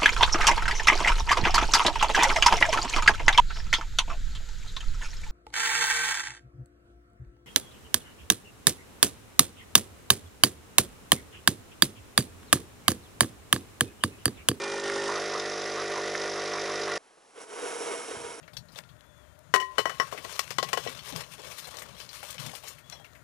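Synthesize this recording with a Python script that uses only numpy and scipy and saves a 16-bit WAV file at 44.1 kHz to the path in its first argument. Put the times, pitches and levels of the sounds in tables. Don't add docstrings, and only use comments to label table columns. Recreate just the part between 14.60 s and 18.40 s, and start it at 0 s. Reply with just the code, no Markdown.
import sys
import numpy as np
from scipy.fft import rfft, irfft, next_fast_len
from scipy.io import wavfile

SR = 44100
rng = np.random.default_rng(int(sys.argv[2]) if len(sys.argv) > 2 else 0)


def materialize(psi):
    bounded = np.clip(np.atleast_2d(psi).T, -1, 1)
    quanta = np.round(bounded * 32767).astype(np.int16)
    wavfile.write(sys.argv[1], SR, quanta)


N = 167580
TIME = np.arange(N) / SR
FFT_SIZE = next_fast_len(N + SR // 2)
FREQS = np.maximum(np.arange(FFT_SIZE // 2 + 1) * SR / FFT_SIZE, 1)

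PUMP_HZ, CUT_OFF_S = 50.05, 2.38
TONE_CHANGE_S, TONE_CHANGE_TAKES_S = .525, .014

THUMP_AT_S, HUM_SCATTER_RAD, HUM_WAVER_DB = .016, 1.73, 0.4
SLIP_S, SLIP_TAKES_S = 0.0018, 0.029
# relative level in dB,
# for 1, 2, 3.. times the pump rate.
HUM_EARLY_LEVELS = [-77, -63, -63.5, -57.5, -59.5, -54, -44, -36.5, -45.5, -59, -43, -49.5, -55, -56, -63]
HUM_LATE_LEVELS = [-72.5, -64.5, -58.5, -57.5, -59, -53, -45, -44, -43.5, -49.5, -53, -43.5, -66.5, -45.5,
                   -50]


def hum():
    slip = SLIP_S * (.5 - .5 * np.tanh((TIME - TONE_CHANGE_S) / SLIP_TAKES_S))
    clock = TIME - THUMP_AT_S - slip
    out = 0
    for multiple, (early_db, late_db) in enumerate(zip(HUM_EARLY_LEVELS, HUM_LATE_LEVELS), 1):
        scatter = HUM_SCATTER_RAD * (2 * rng.random() - 1)
        phase = 2 * np.pi * multiple * PUMP_HZ * clock + scatter
        level_db = tone_change(early_db, late_db) + HUM_WAVER_DB * drift(16)
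        out = out + from_db(level_db) * np.sqrt(2) * np.cos(phase)
    return out


RATTLE_DB, RATTLE_AT_S, RATTLE_RISE_S = -25.5, .0192, 0.0017
RATTLE_DECAY_S, RATTLE_REST = .009, .45
RATTLE_REPEATS_EARLY, RATTLE_REPEATS_LATE = 0.57, 0.2
PANEL_DB, PANEL_DECAY_S, PANEL_REST, PANEL_REPEATS = -26, 0.0054, 0.34, .65
# frequency in Hz, relative level in dB before
# the tone change, relative level in dB after.
HOUSING_SPECTRUM = [(68, -40, -23.5), (216, -12, -19.5), (350, -9, -11.5), (420, 2.5, 5.5), (704, -6.5, -4),
                    (816, 0, -8), (1320, -3.5, -4), (2050, -8, -6.5), (2670, -19, -12.5),
                    (9200, -25.5, -27), (9900, -25.5, -22.5)]
# frequency in Hz, width in Hz, relative level in dB before
# the tone change, relative level in dB after.
PANEL_MODES = [(960, 28, 1, -1.5), (1156, 57, 3, 5), (1430, 86, 3.5, 0), (1819, 17.2, 14, 10),
               (1957, 75, -2.5, 4), (2366, 18, -3.5, 2)]


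def rattle():
    repeats = tone_change(RATTLE_REPEATS_EARLY, RATTLE_REPEATS_LATE)
    shaking = strokes(RATTLE_AT_S, RATTLE_RISE_S, RATTLE_DECAY_S, RATTLE_REST, repeats)
    raps = strokes(RATTLE_AT_S, RATTLE_RISE_S, PANEL_DECAY_S, PANEL_REST, PANEL_REPEATS)
    body = tone_change(*[through(shaking, gain) for gain in on_freqs(HOUSING_SPECTRUM)])
    panels = tone_change(*[through(raps, modes) for modes in resonances(PANEL_MODES)])
    return from_db(RATTLE_DB) * body + from_db(PANEL_DB) * panels


TICK_AT_S, TICK_S = .0135, 0.00033
SPIT_DB, SPIT_AT_S, SPIT_REPEATS = -33, 0.01531, 0.16
SPIT_RISE_S, SPIT_DECAY_S, SPIT_REST = 0.0041, .0045, .33
# frequency in Hz, relative level in dB before
# the tone change, relative level in dB after.
SPIT_SPECTRUM = [(1540, -11, -60), (3650, -1, 0), (4270, -5, -5.5), (5320, 1, 2.5), (6200, -2.5, -2),
                 (8100, -19, -25), (8700, -5.5, -28), (9300, -21, -49)]
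# frequency in Hz, width in Hz, relative level in dB.
VALVE_MODES = [(4870, 79, -3), (5650, 110, -13), (6080, 71, -3.5), (7280, 95, 7)]
# frequency in Hz, width in Hz, relative level in dB.
TICK_MODES = [(3570, 740, -43.5)]


def valve():
    tick = through(strokes(TICK_AT_S, TICK_S, TICK_S, 0, 1), *resonances(TICK_MODES))
    jet = strokes(SPIT_AT_S, SPIT_RISE_S, SPIT_DECAY_S, SPIT_REST, SPIT_REPEATS)
    rings, = resonances(VALVE_MODES)
    spit = tone_change(*[through(jet, gain * (1 + rings)) for gain in on_freqs(SPIT_SPECTRUM)])
    return tick + from_db(SPIT_DB) * spit


WHINE_HZ, WHINE_DB, WHINE_ENDS_S = 2408, -43, 0.19


def whine():
    fade = np.exp(-(TIME / WHINE_ENDS_S) ** 4)
    return from_db(WHINE_DB) * fade * np.sqrt(2) * np.sin(2 * np.pi * WHINE_HZ * TIME)


STROKE_SPREAD_DB, GRAIN_DB = 2.6, 1


def strokes(at_s, rise_s, decay_s, rest, repeats):
    count, phase = np.divmod((TIME - at_s) * PUMP_HZ + 2, 1)
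    age = phase / PUMP_HZ
    repeats = np.clip(repeats, 0, 1)
    burst = np.minimum(age / rise_s, 1) * np.exp(-np.maximum(age - rise_s, 0) / decay_s)
    strength = from_db(STROKE_SPREAD_DB * rng.standard_normal(N)[count.astype(int)])
    pattern = rms_one(irfft(np.exp(2j * np.pi * rng.random(int(SR / PUMP_HZ / 2) + 2))))
    repeated = np.sqrt(repeats) * pattern[(age * SR).astype(int)]
    fresh = np.sqrt(1 - repeats) * grains(GRAIN_DB)
    return rms_one((rest + burst * strength) * (repeated + fresh))


def tone_change(early, late):
    share = .5 + .5 * np.tanh((TIME - TONE_CHANGE_S) / TONE_CHANGE_TAKES_S)
    return early * (1 - share) + late * share


GURGLE_DB, GURGLE_WIDTH_S, GURGLE_WIDTH_HZ, GURGLE_GRAIN_DB = -37.5, .021, 380, 4.5
# centre in seconds, relative level in dB, pitch in Hz.
COFFEE_GURGLES = [(.05, -2, 1100), (.505, 4.5, 1004), (.575, 1, 1150), (.755, 2.5, 1130), (1.187, 1, 1220),
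                  (1.376, 1.5, 1080), (1.78, -1.5, 1180), (1.945, 1.5, 1120), (2.1, -2.5, 1140),
                  (2.285, 0.5, 1180)]
# start in seconds, peak in dB before the cabin.
AIR_POPS = [(.299, -17), (.852, -26), (1.5485, -23), (1.5524, -16.5), (1.985, -23)]
# frequency in Hz, width in Hz, relative level in dB before squaring.
POP_MODES = [(1400, 70, -4), (1750, 600, 0), (2100, 90, -7), (10300, 900, -12)]


def coffee():
    bubbles = grains(GURGLE_GRAIN_DB)
    out = strike(*np.transpose(AIR_POPS), resonances(POP_MODES)[0] ** 2)
    for s, db, hz in COFFEE_GURGLES:
        swell = np.exp(-.5 * ((TIME - s) / GURGLE_WIDTH_S) ** 2)
        pitch, = resonances([(hz, GURGLE_WIDTH_HZ, 0)])
        gurgle = swell * through(bubbles, pitch ** 2)
        out = out + from_db(GURGLE_DB + db) * swell.std() * rms_one(gurgle)
    return out


SCRAPE_DB, SCRAPE_TREBLE_DB, SCRAPE_GRAIN_DB = 0.4, 1, 1.5
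JUDDER_DB, JUDDER_PER_S = 1.1, 27
# time in seconds, relative level of the scrape in dB,
# relative level of its treble in dB.
SLIDE_COURSE = [(2.6, -65, -68.5), (2.72, -63.5, -64), (2.778, -48.5, -57), (2.816, -43.5, -46.5),
                (2.865, -53, -57), (2.915, -42.5, -48.5), (3.075, -35.5, -41), (3.2, -38, -41),
                (3.316, -34.5, -41.5), (3.386, -38.5, -42), (3.66, -40, -46), (3.71, -39.5, -45.5),
                (3.8, -44.5, -48)]
# frequency in Hz, relative level in dB.
SCRAPE_SPECTRUM = [(60, -37), (150, -34), (290, -1), (400, 0.5), (900, -2), (1400, -1.5), (1800, -8),
                   (3200, -10), (4200, -23)]
# frequency in Hz, relative level in dB.
TREBLE_SPECTRUM = [(2500, -26), (4200, -8), (5150, -3.5), (6000, 0), (7500, -1), (9400, 0.5)]
# frequency in Hz, width in Hz, relative level in dB.
CHINA_MODES = [(5580, 170, 4.5)]
# frequency in Hz, width in Hz,
# relative level in dB.
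TABLE_MODES = [(424, 8.3, 11), (466, 19, 14.5), (656.4, 7.9, 9), (947, 6.1, 9), (1506, 12, 4.5),
               (2184, 6.7, 6), (3770, 24, -6.5)]


def cup():
    scrape_db, treble_db = in_time(SLIDE_COURSE)
    judder = from_db(JUDDER_DB * drift(JUDDER_PER_S))
    friction = through(judder * grains(SCRAPE_GRAIN_DB), *on_freqs(SCRAPE_SPECTRUM))
    drone = through(judder * grains(SCRAPE_GRAIN_DB), *resonances(TABLE_MODES))
    treble_response = on_freqs(TREBLE_SPECTRUM)[0] + resonances(CHINA_MODES)[0]
    hiss = through(np.sqrt(judder) * grains(SCRAPE_GRAIN_DB), treble_response)
    scrape = from_db(SCRAPE_DB + scrape_db) * rms_one(friction + drone)
    return scrape + from_db(SCRAPE_TREBLE_DB + treble_db) * rms_one(hiss)


RUMBLE_DB, RUMBLE_AT_S, RUMBLE_WIDTH_S = -58, 3.64, .09
# start in seconds, peak of the thud in dB and peak of
# the table top's ring in dB, both before the cabin.
TABLE_BUMPS = [(3.57, -33, -48), (3.65, -42, -46), (3.705, -50, -33)]
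# frequency in Hz, width in Hz, relative level in dB.
THUD_MODES = [(107, 68, 0), (234, 43, -1)]


def bumps():
    s, thud_db, ring_db = np.transpose(TABLE_BUMPS)
    thud, = resonances(THUD_MODES)
    swell = np.exp(-.5 * ((TIME - RUMBLE_AT_S) / RUMBLE_WIDTH_S) ** 2)
    rumble = swell * rms_one(through(rng.standard_normal(N), thud))
    blows = strike(s, thud_db, thud) + strike(s, ring_db, *resonances(TABLE_MODES))
    return blows + from_db(RUMBLE_DB) * rumble


AIR_DB = -46.5
# frequency in Hz, relative level in dB.
AIR_SPECTRUM = [(100, -20), (300, -5.5), (850, -1), (3000, -14.5), (11000, -21.5)]


def air():
    return from_db(AIR_DB) * through(rng.standard_normal(N), *on_freqs(AIR_SPECTRUM))


ROOM_DECAY_S = 0.037
# frequency in Hz, relative level in dB.
WALL_SPECTRUM = [(150, -18.5), (400, -28.5), (1100, -20), (10000, -8.5)]


def van(x, balance, lead=0):
    echoes = rfft(rng.standard_normal(N) * np.exp(-TIME / ROOM_DECAY_S), FFT_SIZE)
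    side = rms_one(np.abs(echoes)) * np.exp(1j * np.angle(echoes)) * on_freqs(WALL_SPECTRUM)[0]
    left = np.sqrt(balance) * np.exp(.5j * lead)
    return through(x, np.array([left + side, 1 / left - side]))


def strike(times, peak_db, response):
    blows = np.zeros(N)
    blows[(times * SR).astype(int)] = from_db(peak_db)
    return through(blows, response) / np.abs(irfft(response)).max()


def grains(spread_db):
    return rms_one(rng.standard_normal(N) * from_db(spread_db * drift(790)))


def drift(rate):
    return rms_one(through(rng.standard_normal(N), 1 / (1 + (FREQS / rate) ** 2)))


def resonances(rows):
    hz, width, *columns = np.transpose(rows)
    peaks = np.array([1 / (1 + 1j * (FREQS ** 2 - f * f) / (FREQS * w)) for f, w in zip(hz, width)])
    return [(from_db(c)[:, None] * peaks).sum(0) for c in columns]


def through(x, response):
    return irfft(rfft(x, FFT_SIZE) * response, FFT_SIZE)[..., :N]


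def on_freqs(rows):
    hz, *columns = np.transpose(rows)
    return [from_db(np.interp(np.log(FREQS), np.log(hz), c)) for c in columns]


def in_time(rows):
    s, *columns = np.transpose(rows)
    return [np.interp(TIME, s, c) for c in columns]


def rms_one(x):
    return x / np.sqrt(np.mean(x ** 2) + 1e-20)


def from_db(db):
    return 10 ** (np.asarray(db) / 20)


# time in seconds, relative level in dB.
PUMP_EFFORT = [(0, -1.5), (.19, -0.5), (.222, -4.5), (.24, 1.5), (.5, 1.5), (.62, 0.7), (.95, -0.5),
               (1.25, 0.5), (2.38, 0.5)]
# frequency in Hz, level difference in dB
# for the machine, level difference in dB for the cup.
STEREO_BALANCE = [(444, 0, -0.9), (1120, -2.5, -1.5), (4430, -2.1, -4.5), (9000, -1, -1.5)]
# frequency in Hz, lead in radians.
LEFT_LEAD = [(60, 0.4), (400, 0.96), (1000, 1.37), (5000, 0.51), (11000, 0.062)]


def scene():
    effort_db, = in_time(PUMP_EFFORT)
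    machine_side, cup_side = on_freqs(STEREO_BALANCE)
    lead_hz, lead_rad = np.transpose(LEFT_LEAD)
    lead = np.interp(np.log(FREQS), np.log(lead_hz), lead_rad)
    gate = np.clip((CUT_OFF_S - TIME) * 1000, 0, 1)
    pump = from_db(effort_db) * (hum() + rattle() + valve() + whine())
    machine = gate * van(pump + coffee(), machine_side)
    return machine + van(cup() + bumps(), cup_side, lead) + van(air(), 1, lead)


CUTOFF_HZ = 11050


def record(dry):
    return through(dry, 1 / np.sqrt(1 + (FREQS / CUTOFF_HZ) ** 240))


dry = scene()
out = record(dry)
materialize(out)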